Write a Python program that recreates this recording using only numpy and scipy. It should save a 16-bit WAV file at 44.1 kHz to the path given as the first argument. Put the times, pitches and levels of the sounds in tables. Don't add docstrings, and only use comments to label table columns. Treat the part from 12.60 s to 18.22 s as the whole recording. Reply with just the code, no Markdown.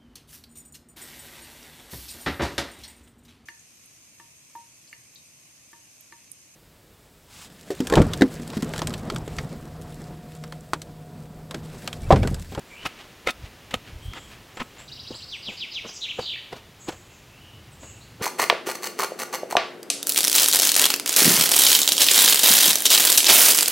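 import sys
import numpy as np
from scipy import signal
from scipy.fft import rfft, irfft, next_fast_len
from scipy.io import wavfile
from scipy.ndimage import uniform_filter1d

SR = 44100
rng = np.random.default_rng(int(sys.argv[2]) if len(sys.argv) > 2 else 0)


def to_wav(sig):
    pcm = np.clip(np.atleast_2d(sig), -1, 1) * 32767
    pcm = np.round(pcm).astype(np.int16)
    wavfile.write(sys.argv[1], SR, pcm.T)


N = 247842
TIME = np.arange(N) / SR
LEAD_S = .12


def pole(push_db, grind_db, drag_bluntness):
    # (time [s], stopping time [s], level [dB], tilt [dB/octave], ring [dB], touch lead [s],
    # touch [dB], drag delay [s], drag [dB], slip [dB], thump [Hz], thump [dB])
    jabs = [(.262, 0.0039, -23, .3, -3, .008, -26.5, .0055, -33, -34, 150, -29),
            (.674, .0024, -17.8, 2, 0, .011, -44, .02, -24.5, -29, 488, -16),
            (1.142, .0013, -14, .8, -9, 0.032, -34.5, .009, -30.5, -45, 500, -21),
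            (1.536, .002, -35, 2, -2, .002, -44, .04, -39.5, -58, 200, -55),
            (2.005, 0.0049, -26.5, -1.5, -8, .033, -32.5, .014, -28, -44, 100, -32)]
    # (frequency [Hz], level [dB])
    earth = [(40, -5.5), (120, -12), (250, 0), (480, -5.5), (1000, -0.5), (2000, -2.5), (3200, -3),
             (5000, -13), (8000, -20), (15000, -33)]
    # (frequency [Hz], width [Hz], gain [dB])
    modes = [(524, 23, 8), (748, 51, 0.5), (963, 40, -4.5), (1282, 30, 8), (1356, 42, 4.5), (1770, 70, -4),
             (2090, 110, 1.5), (2533, 66, 6.5), (2840, 100, -10), (3612, 43, 5)]
    out, drive = np.zeros((2, N))
    for (s, stop_s, level_db, tilt_db, ring_db, lead_s, touch_db,
         delay_s, drag_db, slip_db, thump_hz, thump_db) in jabs:
        held_db = ring_db - 3.5
        # (time [s], rise [s], fall [s], bluntness, level [dB], tilt [dB/octave], ring [dB])
        touch = (s - lead_s, .0012, .009, 1, touch_db, tilt_db, ring_db)
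        press = (s - stop_s, .0073, .004, 1, level_db - 16, -5, held_db)
        hit = (s, stop_s, stop_s, 1, level_db, tilt_db, ring_db)
        drag = (s + delay_s, .75 * delay_s, .41 * delay_s, drag_bluntness,
                drag_db, tilt_db - 2.3, held_db)
        slip = (s + 1.68 * delay_s, .0035, .0035, 1, slip_db, 7.5, held_db)
        for at_s, rise_s, fall_s, bluntness, db, bright_db, wood_db in (touch, press, hit, drag, slip):
            crunch = from_db(db) * crush(rise_s, fall_s, bright_db, earth,
                                         grains_per_s=22000, spread_db=2.5, bluntness=bluntness)
            add(out, at_s - LEAD_S, crunch)
            add(drive, at_s - LEAD_S, from_db(wood_db + grind_db) * crunch)
        jolt = from_db(level_db + ring_db + push_db) * signal.windows.hann(SR // 5000)
        add(drive, s, jolt)
        add(out, s - stop_s, thump(thump_hz, thump_db, swell_s=.002))
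    return out + sum(from_db(db) * resonate(drive, hz, width_hz) for hz, width_hz, db in modes)


def boot():
    # (time [s], rise [s], fall [s], level [dB], tilt [dB/octave], scuff [dB],
    # thump [Hz], thump [dB])
    stamps = [(2.509, 0.0029, .018, -35, -5, -44.5, 300, -27),
              (2.889, .01, .018, -37, -4.5, -44.5, 277, -41),
              (3.254, .0075, .014, -36, -1.5, -42.5, 465, -37),
              (3.594, .0065, 0.0097, -27, -0.5, -42.5, 490, -21),
              (3.929, .0035, .01, -29, -.5, -40, 300, -41),
              (4.289, .006, 0.0098, -26, 1.5, -39, 320, -21.5),
              (5.232, .005, 0.027, -41.5, .5, -56, 130, -50), (5.618, .008, 0.0091, -28, -2, -45, 470, -27)]
    # (frequency [Hz], level [dB])
    sole = [(40, -10.5), (110, -2.5), (280, -2), (500, 0), (1000, -4.5), (2000, -13), (4000, -17.5),
            (8000, -29.5), (15000, -41.5)]
    scuff_delay_s = .035
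    out = np.zeros(N)
    for s, rise_s, fall_s, level_db, tilt_db, scuff_db, thump_hz, thump_db in stamps:
        landing = crush(rise_s, fall_s, tilt_db, sole, grains_per_s=12000, spread_db=2)
        scuff = crush(rise_s=.0055, fall_s=.017, tilt_db=2, spectrum=sole,
                      grains_per_s=12000, spread_db=2)
        thud = thump(hz=115, peak_db=level_db - 13, swell_s=.0063)
        add(out, s - LEAD_S, from_db(level_db) * landing)
        add(out, s + scuff_delay_s - LEAD_S, from_db(scuff_db) * scuff)
        add(out, s - rise_s, thump(thump_hz, thump_db, swell_s=.48 * rise_s) + thud)
    return out


def loose_soil(crumb_tilt_db, swish_s):
    # (time [s], rise [s], fall [s], level [dB])
    sprays = [(.235, .036, 0.098, -44), (.4, .025, .05, -43), (.858, 0.027, .017, -44.5),
              (1.288, 0.027, .026, -44.5), (1.73, .045, 0.043, -46.5), (2.2, .027, 0.035, -44)]
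    # (time [s], level [dB])
    swishes = [(1.455, -56), (1.72, -58), (2.935, -58), (3.27, -62), (3.61, -59)]
    # (frequency [Hz], level [dB])
    crumbs = [(60, 2), (300, 0), (1200, -0.5), (2700, 4), (5000, -6), (9000, -16), (15000, -31)]
    dust = [(1000, -20), (5000, -4), (10000, 0), (15000, -1)]
    out = np.zeros(N)
    for s, rise_s, fall_s, level_db in sprays:
        patter = crush(rise_s, fall_s, crumb_tilt_db, crumbs, grains_per_s=1800, spread_db=1.7)
        add(out, s - LEAD_S, from_db(level_db) * patter)
    for s, level_db in swishes:
        hiss = crush(swish_s, swish_s, 0, dust, grains_per_s=9000, spread_db=1)
        add(out, s - LEAD_S, from_db(level_db) * hiss)
    return out


def crush(rise_s, fall_s, tilt_db, spectrum, grains_per_s, spread_db, bluntness=1):
    t = TIME[:SR // 3] - LEAD_S
    from_peak = np.abs(t / np.where(t < 0, rise_s, fall_s))
    load = np.exp(-np.minimum(from_peak ** bluntness, 60))
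    breaks = rng.random(len(t)) < grains_per_s / SR
    sizes = from_db(spread_db * np.minimum(rng.exponential(1, len(t)), 4))
    clicks = load * breaks * sizes * rng.choice([-1, 1], len(t))
    return rms_one(colour(clicks, spectrum, tilt_db)) * np.sqrt(np.mean(load ** 2))


def thump(hz, peak_db, swell_s):
    t = TIME[:SR // 10]
    envelope = t / swell_s * np.exp(1 - t / swell_s)
    return from_db(peak_db) * envelope * np.sin(2 * np.pi * hz * t)


def finch():
    # (offset [s], length [s], start [Hz], middle [Hz], end [Hz],
    # level [dB], buzz depth [Hz])
    trill = [(0, .018, 5200, 5000, 4300, -41, 750), (.016, 0.0236, 3400, 2886, 3100, -46, 150),
             (.038, .022, 3400, 4450, 5500, -35.7, 270)]
    slide = [(0, .024, 5300, 4590, 4080, -39, 251), (.018, .03, 5700, 4693, 3900, -38, 743),
             (.032, .064, 4350, 2950, 1840, -31.5, 60)]
    flourish = [(0, .05, 7000, 5790, 5200, -36, 600), (.065, .065, 7400, 6210, 4920, -35.5, 855),
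                (.147, .067, 3900, 3550, 1950, -29, 300), (.216, .034, 2000, 2800, 3500, -29.5, 120),
                (.236, .028, 3500, 3003, 1750, -27.5, 110)]
    buzz = [(0, .215, 5000, 3400, 1750, -30, 363)]
    trill_at_s, trill_every_s, trill_step_db = 2.275, .0762, .3
    slide_at_s, slide_every_s, slide_step_db = 2.677, .144, 1.24
    flourish_at_s, buzz_at_s = 3.259, 3.588
    out = np.zeros(N)
    for k in range(5):
        note = syllable(trill, buzz_rate_hz=230, unsteady=.71, swell_power=.76)
        add(out, trill_at_s + k * trill_every_s, from_db(k * trill_step_db) * note)
    for k in range(4):
        note = syllable(slide, buzz_rate_hz=220, unsteady=.57, swell_power=.94)
        add(out, slide_at_s + k * slide_every_s, from_db(k * slide_step_db) * note)
    add(out, flourish_at_s, syllable(flourish, buzz_rate_hz=220, unsteady=.486, swell_power=.79))
    add(out, buzz_at_s, syllable(buzz, buzz_rate_hz=51, unsteady=.82, swell_power=1.05))
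    return out


def syllable(strokes, buzz_rate_hz, unsteady, swell_power):
    throat_low_hz, loss_db_per_octave = 2840, 12
    out = np.zeros(SR // 2)
    for s, length_s, start_hz, middle_hz, end_hz, level_db, buzz_hz in strokes:
        u = np.linspace(0, 1, int(length_s * SR))
        hz = np.polyval(np.polyfit([0, .5, 1], [start_hz, middle_hz, end_hz], 2), u)
        swell = np.abs(np.sin(np.pi * u)) ** swell_power
        throat_db = loss_db_per_octave * np.minimum(np.log2(hz / throat_low_hz), 0)
        add(out, s, whistle(hz, swell * from_db(level_db + throat_db), buzz_hz, buzz_rate_hz, unsteady))
    return out


def whistle(hz, gain, buzz_hz, buzz_rate_hz, unsteady):
    flutter = np.sin(2 * np.pi * buzz_rate_hz * TIME[:len(hz)]) + unsteady * wander(len(hz), per_s=700)
    return np.sqrt(2) * gain * np.sin(2 * np.pi * np.cumsum(hz + buzz_hz * flutter) / SR)


def far_birds(chip_direct_db, call_direct_db):
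    # (time [s], start [Hz], end [Hz], level [dB])
    chip_notes = [(1.42, 7600, 8500, -57), (1.947, 6770, 8070, -51.5), (2.178, 6780, 8300, -48.5),
                  (2.546, 7160, 8100, -47.5), (2.548, 8500, 9300, -58), (2.755, 7530, 8650, -57),
                  (5.113, 9280, 6900, -55), (5.365, 8450, 9300, -62), (5.405, 3610, 4800, -52)]
    # (time [s], length [s], pitch [Hz], level [dB])
    rasps = [(.05, .13, 7650, -62), (1.524, .14, 7450, -56), (2.456, .13, 7560, -60),
             (2.87, 0.086, 7040, -53.5), (3.547, .1, 6980, -52), (4.181, .14, 7250, -48.5),
             (4.495, .09, 6750, -58), (5.182, .15, 7260, -48.5)]
    # (time [s], length [s], start [Hz], end [Hz], level [dB])
    whistles = [(.09, .088, 2275, 2390, -49.5), (.141, .13, 2673, 3050, -48.5),
                (1.384, .25, 3175, 3220, -51), (4.486, 0.057, 2546, 2560, -56.5),
                (4.674, .18, 2486, 3000, -58), (4.77, 0.23, 2990, 2923, -56.5),
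                (5.199, 0.2, 2823, 2740, -58)]
    chip_s, sag_hz = .036, 221
    chips, calls = np.zeros((2, N))
    for s, start_hz, end_hz, level_db in chip_notes:
        add(chips, s, glide(chip_s, start_hz, end_hz, level_db, buzz_hz=90, unsteady=.4))
    for s, length_s, hz, level_db in rasps:
        rasp = glide(length_s, hz + sag_hz / 2, hz - sag_hz / 2, level_db, buzz_hz=650, unsteady=.33)
        add(calls, s, rasp)
    for s, length_s, start_hz, end_hz, level_db in whistles:
        add(calls, s, glide(length_s, start_hz, end_hz, level_db, buzz_hz=90, unsteady=1.3))
    scattered = forest(from_db(-2) * chips + calls, t60_s=.82, early_s=.017, early_db=.5)
    return from_db(chip_direct_db) * chips + from_db(call_direct_db) * calls + scattered


def glide(length_s, start_hz, end_hz, level_db, buzz_hz, unsteady):
    swell = signal.windows.tukey(int(length_s * SR), .5)
    hz = np.linspace(start_hz, end_hz, len(swell))
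    return whistle(hz, swell * from_db(level_db), buzz_hz, buzz_rate_hz=95, unsteady=unsteady)


def forest(x, t60_s, early_s, early_db):
    t = TIME[:SR]
    decay = from_db(-60 * t / t60_s) + from_db(early_db) * np.exp(-t / early_s)
    echoes = rng.standard_normal(SR) * decay * (t > .003)
    return signal.fftconvolve(x, rms_one(echoes) / np.sqrt(SR))[:N]


def through_leaves(x, clear_hz):
    return butterworth(x, 3, clear_hz, "low")


def puffs(puff_half_s, bass_cut_hz):
    # (time [s], pressure [dB])
    large_eddies = [(.842, -29.5), (1.164, -33.5), (1.333, -32), (1.361, -29), (1.46, -26.5),
                    (1.485, -24.5), (1.506, -31.5)]
    # (time [s], half length [s], level [dB])
    gusts = [(.83, 0.059, -45), (1.374, 0.12, -46), (1.68, 0.11, -52.5)]
    gusting = sum(from_db(db) * np.exp(-((TIME - s) / half_s) ** 2) for s, half_s, db in gusts)
    out = gusting * noise_band(hz=48, width_hz=60)
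    u = np.arange(-3, 3, 1 / (puff_half_s * SR))
    for s, db in large_eddies:
        add(out, s - 3 * puff_half_s, 2 * from_db(db) * u * np.exp(-u * u))
    return butterworth(out, 2, bass_cut_hz, "high")


def air(rustle_db, hiss_db, split_hz, lowest_hz, near_until_s):
    # (frequency [Hz], level [dB])
    leaves = [(15, -35), (25, 5), (133, -6), (313, -12.5), (340, -12), (509, -15.5), (598, -16.5),
              (1570, -20.5), (2920, -20), (3830, -23), (7100, -28), (8130, -31), (15500, -32.5)]
    # (time [s], level [dB])
    rumble_curve = [(0, -80), (.7, -63), (1.4, -49), (2.0, -61), (2.3, -51), (3.2, -62), (4.3, -54.5),
                    (5.0, -50.5), (5.62, -50.5)]
    near = uniform_filter1d(1.0 * (TIME < near_until_s), SR // 10)
    noise = rms_one(colour(rng.standard_normal(N), leaves))
    noise = butterworth(noise, 1, lowest_hz, "high")
    low = butterworth(noise, 1, split_hz, "low")
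    rustle = low * from_db(rustle_db + 2.5 * near)
    hiss = (noise - low) * from_db(hiss_db + 1.4 * near)
    rumble_db = np.interp(TIME, *np.transpose(rumble_curve))
    return rustle + hiss + from_db(rumble_db) * noise_band(hz=84.4, width_hz=99)


def from_db(db):
    return 10 ** (np.asarray(db) / 20)


def rms_one(x):
    return x / np.sqrt(np.mean(x ** 2) + 1e-20)


def add(out, s, sound):
    at = max(round(s * SR), 0)
    out[at:at + len(sound)] += sound[:max(N - at, 0)]


def colour(x, spectrum, tilt_db=0):
    size = 2 * next_fast_len(len(x))
    octave = np.log2(np.maximum(np.arange(size // 2 + 1) * SR / size, 10))
    hz, db = np.transpose(spectrum)
    shape_db = np.interp(octave, np.log2(hz), db) + tilt_db * np.maximum(octave, np.log2(200))
    cepstrum = irfft(np.log(from_db(shape_db - shape_db.max())))
    cepstrum[1:size // 2] *= 2
    cepstrum[size // 2 + 1:] = 0
    return irfft(rfft(x, size) * np.exp(rfft(cepstrum)))[:len(x)]


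def butterworth(x, order, hz, kind):
    return signal.sosfilt(signal.butter(order, hz, kind, fs=SR, output="sos"), x)


def resonate(x, hz, width_hz):
    r = np.exp(-np.pi * width_hz / SR)
    feedback = [1, -2 * r * np.cos(2 * np.pi * hz / SR), r * r]
    return signal.lfilter(np.array([1, 0, -1]) * (1 - r * r) / 2, feedback, x)


def noise_band(hz, width_hz):
    return rms_one(resonate(resonate(rng.standard_normal(N), hz, width_hz), hz, width_hz))


def wander(count, per_s):
    steps = np.arange(count) * per_s / SR
    return np.interp(steps, np.arange(4000), rng.standard_normal(4000))


def scene():
    work = pole(push_db=9, grind_db=0, drag_bluntness=2.2) + boot()
    work += loose_soil(crumb_tilt_db=-.6, swish_s=.04)
    work += from_db(-16) * forest(work, t60_s=.57, early_s=.0087, early_db=24)
    song = finch()
    scattered = forest(song, t60_s=.75, early_s=.0085, early_db=6)
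    song = from_db(-2.5) * through_leaves(song, clear_hz=4320) + from_db(-3) * scattered
    calls = far_birds(chip_direct_db=-3.5, call_direct_db=-5)
    breeze = air(rustle_db=-47, hiss_db=-49, split_hz=3800, lowest_hz=237, near_until_s=2.25)
    mix = work + song + calls + puffs(puff_half_s=.0037, bass_cut_hz=26) + breeze
    return np.array([mix, mix])


def record(dry):
    cutoff_hz = 15900
    return signal.sosfilt(signal.ellip(12, .1, 70, cutoff_hz, fs=SR, output="sos"), dry)


dry = scene()
out = record(dry)
to_wav(out)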